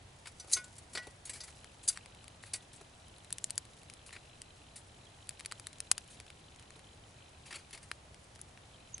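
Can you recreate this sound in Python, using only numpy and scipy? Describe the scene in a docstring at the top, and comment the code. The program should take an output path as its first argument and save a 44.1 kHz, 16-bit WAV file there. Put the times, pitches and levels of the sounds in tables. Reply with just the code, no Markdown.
"""Garden with a cast metal table: a squirrel climbs, scuffs among seed trays and cracks seeds, heard close by.
Claw noise excites decaying lattice modes; paws make gritty friction noise; shells break as short impulses.
A faint quick rattle of resonant ticks comes and goes, fur and seeds rustle as bright grains, and a bird
chips in short sine notes. Distant traffic and hiss lie behind, as noise with a shaped spectrum."""
import sys
import numpy as np
from scipy import signal
from scipy.fft import rfft, irfft
from scipy.io import wavfile
from scipy.ndimage import uniform_filter1d

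SR = 44100
rng = np.random.default_rng(int(sys.argv[2]) if len(sys.argv) > 2 else 0)


def to_wav(sig):
    """Store sig (one row per channel, or 1-D mono) as 16-bit WAV at the path in sys.argv[1].

    Samples outside -1..1 are clipped; the rate is SR.
    """
    pcm = np.clip(np.atleast_2d(sig), -1, 1) * 32767
    pcm = np.round(pcm).astype(np.int16)
    wavfile.write(sys.argv[1], SR, pcm.T)  # frames by channels


N = 396900
LEAD = 128  # samples of silence before a burst


def gain_of(db):
    """Decibel definition: amplitude ratio of a level."""
    return 10 ** (np.asarray(db) / 20)


def evened(x):
    """Normalisation: scales a signal to an rms of 1."""
    return x / np.sqrt(np.mean(x ** 2) + 1e-20)


def read(points, hz):
    """Logarithmic pitch scale: interpolates a (frequency, value) table along it."""
    f, value = np.transpose(points)
    return np.interp(np.log(hz + 1), np.log(f + 1), value)


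def curve(rows):
    """Linear interpolation: each column after the time becomes a curve over the whole scene."""
    s, *columns = np.transpose(rows)
    return np.array([np.interp(np.arange(N) / SR, s, c) for c in columns])


def add(mix, s, sound, pan_db):
    """Superposition: adds a sound at s seconds, pan_db louder on the left than on the right."""
    part = mix[:, round(s * SR):][:, :len(sound)]
    part += gain_of([[pan_db / 2], [-pan_db / 2]]) * sound[:part.shape[1]]


def ring(x, hz, width):
    """Damped resonance: a two-pole filter of gain 1 at its centre, width in Hz."""
    r = np.exp(-np.pi * width / SR)
    return signal.lfilter([1 - r * r, 0, r * r - 1], [2, -4 * r * np.cos(2 * np.pi * hz / SR), 2 * r * r], x)


# Centres of the bass, body, presence and treble bands: pitch_hz
BAND_CENTRES = [420, 2400, 4500, 7400]


def coloured(burst, bands_db, lumps_db):
    """Band analysis: sets the rms level of four overlapping bands, measured over the opening of the burst."""
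    hz = np.fft.rfftfreq(len(burst), 1 / SR)
    # Chance resonances of shell, seed and tray
    lumps = np.interp(hz, np.linspace(0, SR / 2, 50), rng.standard_normal(50))
    bass_cut = hz ** 2 / (hz ** 2 + 160 ** 2)
    spectrum = rfft(np.roll(burst, LEAD)) * gain_of(lumps_db * lumps) * bass_cut
    head = LEAD + SR // 100  # the silent lead and the first hundredth of a second
    total = 0
    for db, one in zip(bands_db, np.eye(len(BAND_CENTRES))):
        weight = read(list(zip(BAND_CENTRES, one)), hz) ** 1.9
        band = irfft(spectrum * weight, len(burst))
        total = total + gain_of(db) * band / np.sqrt(np.mean(band[:head] ** 2))
    return total


def bands_of(treble_db, body_db, colour):
    """Spectral balance: colour = (bass relative to body dB, presence lift dB, share of treble in presence)."""
    bass_db, lift_db, share = colour
    presence_db = lift_db + share * treble_db + (1 - share) * body_db
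    return np.array([body_db + bass_db, body_db, presence_db, treble_db])


def rub(bands_db, rise, t60, grain_db=0.5, bend=0.71):
    """Dry friction: gritty noise swells over rise seconds and decays by 60 dB in t60 (at most 0.2 s)."""
    t = np.arange(16384) / SR
    unevenness = evened(uniform_filter1d(rng.standard_normal(len(t)), 30))
    grit = rng.standard_normal(len(t)) * gain_of(grain_db * unevenness)
    swell = 1 - np.exp(-t / max(rise, .0003))
    decay = gain_of(-60 * (t / np.clip(t60, .01, .2)) ** bend)  # steep at first, then slower
    return coloured(grit * swell * decay, np.array(bands_db), 2.57)


# Spectrum of distant traffic and hiss: pitch_hz, relative level per hertz [dB]
YARD_SPECTRUM = [(15, -33.5), (28, -19), (45, -11), (65, -3), (105, 4), (130, -4.5), (170, -10), (300, -12),
                 (420, -13.5), (750, -11), (1000, -15), (1400, -18), (2400, -19.5), (3200, -20),
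                 (5000, -24.5), (11000, -29), (14000, -70)]
# Likeness of left and right: pitch_hz, correlation [0 to 1]
YARD_LIKENESS = [(60, 1.0), (140, 0.99), (350, 0.68), (840, 0.088), (2010, 0.11), (4840, 0.33),
                 (11700, 0.61)]
YARD_DB = -57.5


def yard():
    """Partly coherent noise: random short-time spectra drift in patches; left and right share the bass."""
    frames, hz = N // 256 + 5, np.fft.rfftfreq(1024, 1 / SR)
    a, b, c, d, patches = rng.standard_normal((frames, 513, 5)).T
    patches = uniform_filter1d(patches, 10, 0)  # across pitch
    patches = evened(uniform_filter1d(patches, 16, 1))  # across time
    same = np.clip(read(YARD_LIKENESS, hz), -1, 1)[:, None]
    left = a + 1j * b
    right = same * left + np.sqrt(1 - same ** 2) * (c + 1j * d)
    spectra = np.array([left, right]) * gain_of(read(YARD_SPECTRUM, hz)[:, None] + 0.32 * patches)
    noise = signal.istft(spectra, nperseg=1024, noverlap=768)[1][:, :N]
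    return gain_of(YARD_DB) * evened(noise)


# Bird notes: start_s, relative level_db, pitch_hz
BIRD_NOTES = [(5.067, -66, 3230), (8.742, -66, 3200), (8.929, -66, 6850), (8.941, -45.5, 6230)]


def bird():
    """Discrete echoes: each short pure note returns faintly from across the yard."""
    out, t = np.zeros((2, N)), np.arange(700) / SR
    for s, db, hz in BIRD_NOTES:
        envelope = (t / 0.003) ** 3 * np.exp(3 - 3 * t / 0.0039)
        note = envelope * np.sin(2 * np.pi * hz * t)
        # (delay s, gain dB): the direct note comes first
        for late, path_db in [(0, 6), (.012, -18), (.018, -17), (.025, -15), (.037, -17), (.046, -26)]:
            add(out, s + late, gain_of(db + path_db) * note, -3)
    return out


# Fur and seeds shifting: start_s, level_db (before the overall cut of 4.5 dB)
RUSTLE_LEVELS = [(0.0, -69), (0.2, -61), (0.48, -50.5), (0.8, -60), (1.3, -61), (1.45, -51), (1.6, -57),
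                 (2.28, -65), (3.46, -59), (4.51, -63.5), (5.61, -59), (6.14, -60.5), (6.39, -64),
                 (7.67, -62), (8.0, -62.5), (9.0, -64)]


def rustle():
    """Granular noise: fur and seeds shed tiny bright impulses, clumped, a few of them larger."""
    present = rng.random((2, N)) < 2500 / SR  # about 2500 grains a second on each side
    size = gain_of(4.03 * np.minimum(rng.exponential(1, (2, N)), 4)) * present
    highpass = signal.butter(2, 4200, "highpass", fs=SR, output="sos")
    grains = signal.sosfilt(highpass, size * rng.standard_normal((2, N)))
    clumps = gain_of(3.6 * evened(uniform_filter1d(rng.standard_normal(N), 900)))
    shared = grains + 0.48 * grains[::-1]  # each side hears some of the other
    return gain_of(curve(RUSTLE_LEVELS) - 4.5) * evened(shared * clumps)


# Spells of rattling: start_s, end_s
RATTLE_SPELLS = [(1.4, 7.79), (8.62, 11)]
# Lower modes of the rattle: pitch_hz, width_hz (of each of two filter passes), relative level_db
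RATTLE_LOWER_MODES = [(2555, 220, 0), (2736, 307, 3.5), (3100, 170, 6), (3480, 460, 5)]
RATTLE_TOP_HZ, RATTLE_TOP_WIDTH_HZ = 4005, 80
RATTLE_TOP_DB, RATTLE_LOWER_DB, RATTLE_FADE_S = -74, -70, 0.019


def rattle():
    """Impulse-driven resonance: soft ticks, some skipped, excite a clear top mode and rougher lower ones."""
    count, per_s, skipped, spread_db = 500, 46, .12, 1.4
    jitter = .1  # share of the tick period
    draw = rng.standard_normal((count, 2 + len(RATTLE_LOWER_MODES)))
    at = (np.cumsum(1 + jitter * draw[:, 0]) * SR / per_s).astype(int)
    keep = (at < N) & (rng.random(count) > skipped)
    ticks = np.zeros((1 + len(RATTLE_LOWER_MODES), N))
    ticks[:, at[keep]] = gain_of(spread_db * (draw[keep, 1:] + draw[keep, 1:2])).T
    pip = np.hanning(400) * np.sin(2 * np.pi * RATTLE_TOP_HZ * np.arange(400) / SR)
    top = ring(signal.oaconvolve(ticks[0], pip)[:N], RATTLE_TOP_HZ, RATTLE_TOP_WIDTH_HZ)
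    puffs = signal.oaconvolve(ticks[1:], np.hanning(240)[None], axes=1)[:, :N] * rng.standard_normal(N)
    lower = 0
    for puff, (hz, width, db) in zip(puffs, RATTLE_LOWER_MODES):
        lower = lower + gain_of(db) * evened(ring(ring(puff, hz, width), hz, width))
    t, on = np.arange(N) / SR, 0
    for start, end in RATTLE_SPELLS:
        on = on + np.clip(np.minimum(t - start, end - t) / RATTLE_FADE_S + .5, 0, 1)
    both = gain_of(RATTLE_TOP_DB) * evened(top) + gain_of(RATTLE_LOWER_DB) * evened(lower)
    return on * both * gain_of([[1.], [-1.]])


# Weight dropping on a paw: start_s, level_db (band levels below are added to it)
PAW_THUDS = [(0.4428, -53), (0.4776, -55), (0.9495, -44), (1.069, -45), (2.8102, -50), (6.76, -55)]
# Balance of a thud: relative level_db of the bass, body, presence and treble bands
THUD_BALANCE = [-6.2, -16, -16, -6]
THUD_T60_S, STRIKE_RISE_S = 0.045, 0.0033  # claw strikes rise as fast as thuds
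SCUFF_PAN_DB = 2


def thuds():
    """Impact noise: weight dropping on a paw gives a dull, quickly damped burst."""
    out = np.zeros((2, N))
    for s, db in PAW_THUDS:
        thud = rub(db + np.array(THUD_BALANCE), STRIKE_RISE_S, THUD_T60_S)
        add(out, s - LEAD / SR, thud, SCUFF_PAN_DB)
    return out


# Paws in the seeds: start_s, treble_db, body_db, t60_s
PAW_SCUFFS = [(0.2565, -54, -53, 0.068), (0.2704, -46, -52, 0.065), (0.497, -52, -62, 0.09),
              (0.5135, -40, -58, 0.083), (0.5213, -28, -58.5, 0.13), (0.6413, -47, -66, 0.046),
              (0.7814, -48, -67, 0.072), (0.9314, -46, -65, 0.098), (1.0213, -60, -64, 0.27),
              (1.253, -41, -64, 0.09), (1.2708, -53, -61, 0.13), (1.3319, -43.5, -57, 0.15),
              (1.3516, -48.5, -59, 0.17), (1.434, -45.5, -60.5, 0.096), (1.478, -54.5, -58.5, 0.09),
              (1.8286, -51, -71, 0.27), (1.8975, -41, -55, 0.051), (1.9243, -47, -64, 0.1),
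              (1.955, -55, -60, 0.16), (2.4244, -56, -67, 0.18), (2.4562, -54, -68, 0.25),
              (2.5568, -42, -60, 0.062), (2.7297, -51, -69, 0.11), (2.7586, -52.5, -79, 0.09),
              (4.0612, -50.5, -65, 0.12), (4.1257, -50, -54, 0.11), (4.149, -61, -57, 0.11),
              (4.1635, -63, -51.5, 0.048), (4.7575, -44.5, -62, 0.14), (6.0991, -55.5, -71, 0.25),
              (6.1308, -61, -71, 0.27), (7.456, -56, -61, 0.27), (7.507, -48.5, -50.5, 0.084),
              (7.526, -48.5, -48, 0.057), (7.54, -51, -51.5, 0.18), (7.556, -43.5, -52, 0.059),
              (7.5806, -62, -64, 0.21), (7.7284, -46, -54, 0.11), (7.7462, -52, -53.5, 0.071),
              (7.7757, -54, -58, 0.051), (7.8267, -54, -65, 0.11)]
SCUFF_RISE_SHARE = 0.033  # of t60: longer scuffs swell more slowly
SCUFF_COLOUR = (-13, -5.2, 0.49)


def scuffs():
    """Sliding friction: paws scuff dryly through the seeds."""
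    out = np.zeros((2, N))
    for s, treble_db, body_db, t60 in PAW_SCUFFS:
        scuff = rub(bands_of(treble_db, body_db, SCUFF_COLOUR), SCUFF_RISE_SHARE * t60, t60)
        add(out, s - LEAD / SR, scuff, SCUFF_PAN_DB)
    return out


# Modes of the cast lattice: pitch_hz, relative level_db, t60_s
LATTICE_MODES = [(640, 3, .08), (1050, 1, .07), (1475, 14, .25), (1943, 16, .28), (2180, 6, .1),
                 (2428, 2, .12), (2918, 2, .05), (3537, -2, .05), (4037, -6, .04), (4764, 3, .05),
                 (5234, 1, .04), (5990, 9, .06), (6345, 8, .05), (7156, 1, .03), (7650, 6, .035),
                 (8270, 1, .03), (9760, -2, .03), (10250, -2, .03)]
# Claws striking the lattice: start_s, treble_db, presence_db, body_db, t60_s (of the blow), ring_db (of the table)
CLAW_STRIKES = [(0.3975, -50.5, -56, -73, 0.062, 8), (0.531, -25, -37, -62, 0.057, 9),
                (0.5641, -46, -51, -48, 0.11, 8), (0.95, -41.5, -42.5, -46.5, 0.094, -6),
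                (0.9722, -44, -45.5, -44, 0.075, 0), (1.294, -39, -53, -53, 0.079, 0.5),
                (1.4033, -52.5, -52, -62, 0.09, 6), (1.8765, -27, -43, -55, 0.11, -5),
                (1.8845, -26, -45, -81, 0.035, 10.5), (2.5343, -31, -43.5, -52.5, 0.075, -3)]
CLAW_PAN_DB, CLAW_BASS_DB = 0.8, -7.5  # bass is relative to the body


def claws():
    """Modal excitation: each claw strike sets the lattice modes ringing."""
    out = np.zeros((2, N))
    for s, treble_db, presence_db, body_db, t60, ring_db in CLAW_STRIKES:
        blow = rub([body_db + CLAW_BASS_DB, body_db, presence_db, treble_db], STRIKE_RISE_S, t60)
        spot_db = 2.5 * rng.standard_normal(len(LATTICE_MODES))  # each spot favours other modes
        rings = 0
        for (hz, mode_db, mode_t60), favour_db in zip(LATTICE_MODES, spot_db):
            # width = 2.2 / t60 for an exponential decay
            rings = rings + gain_of(mode_db + favour_db) * ring(blow, hz, 2.2 / mode_t60)
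        add(out, s - LEAD / SR, blow + gain_of(ring_db) * rings, CLAW_PAN_DB)
    return out


# Spells of faint gnawing: start_s, end_s
GNAWING_SPELLS = [(2.0, 2.4), (3.049, 3.85), (4.8, 5.8), (6.0, 7.2), (8.1, 8.7)]
NIBBLES_PER_S, NIBBLE_DB, NIBBLE_SPREAD_DB = 4, -59, 3


def nibbles():
    """Poisson process: faint snaps at chance moments within the gnawing spells."""
    rows = []
    for start, end in GNAWING_SPELLS:
        draw = rng.random((20, 3))
        at = start - np.cumsum(np.log(1 - draw[:, 0])) / NIBBLES_PER_S
        # treble and body levels, the body 7 dB lower on average
        db = NIBBLE_DB + NIBBLE_SPREAD_DB * (2 * draw[:, 1:] - 1) + [0, -7]
        rows += [(s, *pair) for s, pair in zip(at, db) if s < end]
    return rows


# Shell snaps: start_s, treble_db, body_db
SHELL_SNAPS = [(1.6438, -52.5, -59), (1.9734, -48, -48), (2.059, -55.5, -59.5), (2.2798, -51, -60),
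               (2.4371, -65, -53), (3.0825, -60, -73), (3.1825, -58.5, -71), (3.246, -55, -68),
               (3.3052, -50, -59), (3.3263, -31.5, -56), (3.383, -41, -56), (3.4417, -30, -54.5),
               (3.4982, -50, -59), (3.5053, -33, -55.5), (3.5553, -52, -76), (3.5785, -25.5, -49.5),
               (3.5834, -58, -71), (3.8321, -59, -68), (3.8988, -50, -56.5), (3.937, -50.5, -65),
               (4.092, -76, -58), (4.107, -65, -60), (4.4174, -44, -58), (5.2708, -56, -80),
               (5.2918, -36.5, -53), (5.3944, -51, -58.5), (5.399, -51, -56.5), (5.407, -51, -55),
               (5.449, -51, -54.5), (5.459, -36.5, -51), (5.513, -51, -53), (5.516, -53, -56),
               (5.5214, -38.5, -47), (5.597, -46.5, -58.5), (5.669, -37.5, -52.5), (5.7296, -52, -63.5),
               (5.7838, -56, -71), (5.8033, -37, -53), (5.9144, -21, -36), (5.9793, -35, -49.5),
               (6.077, -59, -78), (6.2002, -48, -56), (6.3023, -58, -56.5), (6.705, -56, -61),
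               (7.7086, -56, -65), (7.9145, -43.5, -41), (8.1442, -56, -64), (8.4142, -43, -77),
               (8.5743, -68, -60), (8.98, -51, -59)]
SNAP_T60_S, SNAP_PAN_DB, SNAP_COLOUR = 0.0057, 3.5, (-14, -5.2, 0.53)
# A snap with this treble breaks cleanly; fainter ones crumble (slope: dB of step lost per dB)
SHARP_DB, SHARP_SLOPE = -7.5, 0.44


def snaps(echo_s=0.0054, echo_db=-24, creak_t60=0.0025):
    """Brittle fracture: a shell creaks, breaks in a sharp step, splinters and echoes once from the table top."""
    out, t = np.zeros((2, N)), np.arange(2048) / SR
    breaks = 44  # samples from first creak to break
    after = t - breaks / SR
    fall_db = np.where(after < 0, 60 * after / creak_t60, -60 * after / SNAP_T60_S)
    for s, treble_db, body_db in SHELL_SNAPS + nibbles():
        splinters_db = 3.7 * rng.standard_normal(len(t)) + fall_db
        burst = rng.standard_normal(len(t)) * gain_of(splinters_db)
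        strength_db = max(treble_db, body_db + 7)
        burst[breaks] = gain_of(21.5 + SHARP_SLOPE * min(strength_db - SHARP_DB, 0))
        echo = np.roll(burst, round(echo_s * SR)) * rng.standard_normal(len(t))
        burst = burst + gain_of(echo_db) * echo
        snap = coloured(burst, bands_of(treble_db, body_db, SNAP_COLOUR), 1.5)
        add(out, s - LEAD / SR, snap, SNAP_PAN_DB)
    return out


def nearby(x):
    """Early reflections: sparse decaying returns from ground and trays, different left and right."""
    t = np.arange(2600) / SR
    present = (rng.random((2, len(t))) < .08) * (t > .001)
    taps = rng.standard_normal((2, len(t))) * present * gain_of(-60 * t / 0.031)
    return signal.oaconvolve(x, taps / np.linalg.norm(taps[0]), axes=1)[:, :N]


def scene():
    """Superposition: the background, then the near sources with their reflections."""
    background = yard() + bird() + rustle()
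    near = rattle() + thuds() + scuffs() + claws() + snaps()
    return background + near + gain_of(-14) * nearby(near)


EDGE_HZ = 11050


def record(dry):
    """Band limiting: a steep low-pass filter."""
    lowpass = signal.firwin(301, EDGE_HZ, window=("kaiser", 7), fs=SR)
    return signal.oaconvolve(dry, lowpass[None], "same")


dry = scene()
out = record(dry)
to_wav(out)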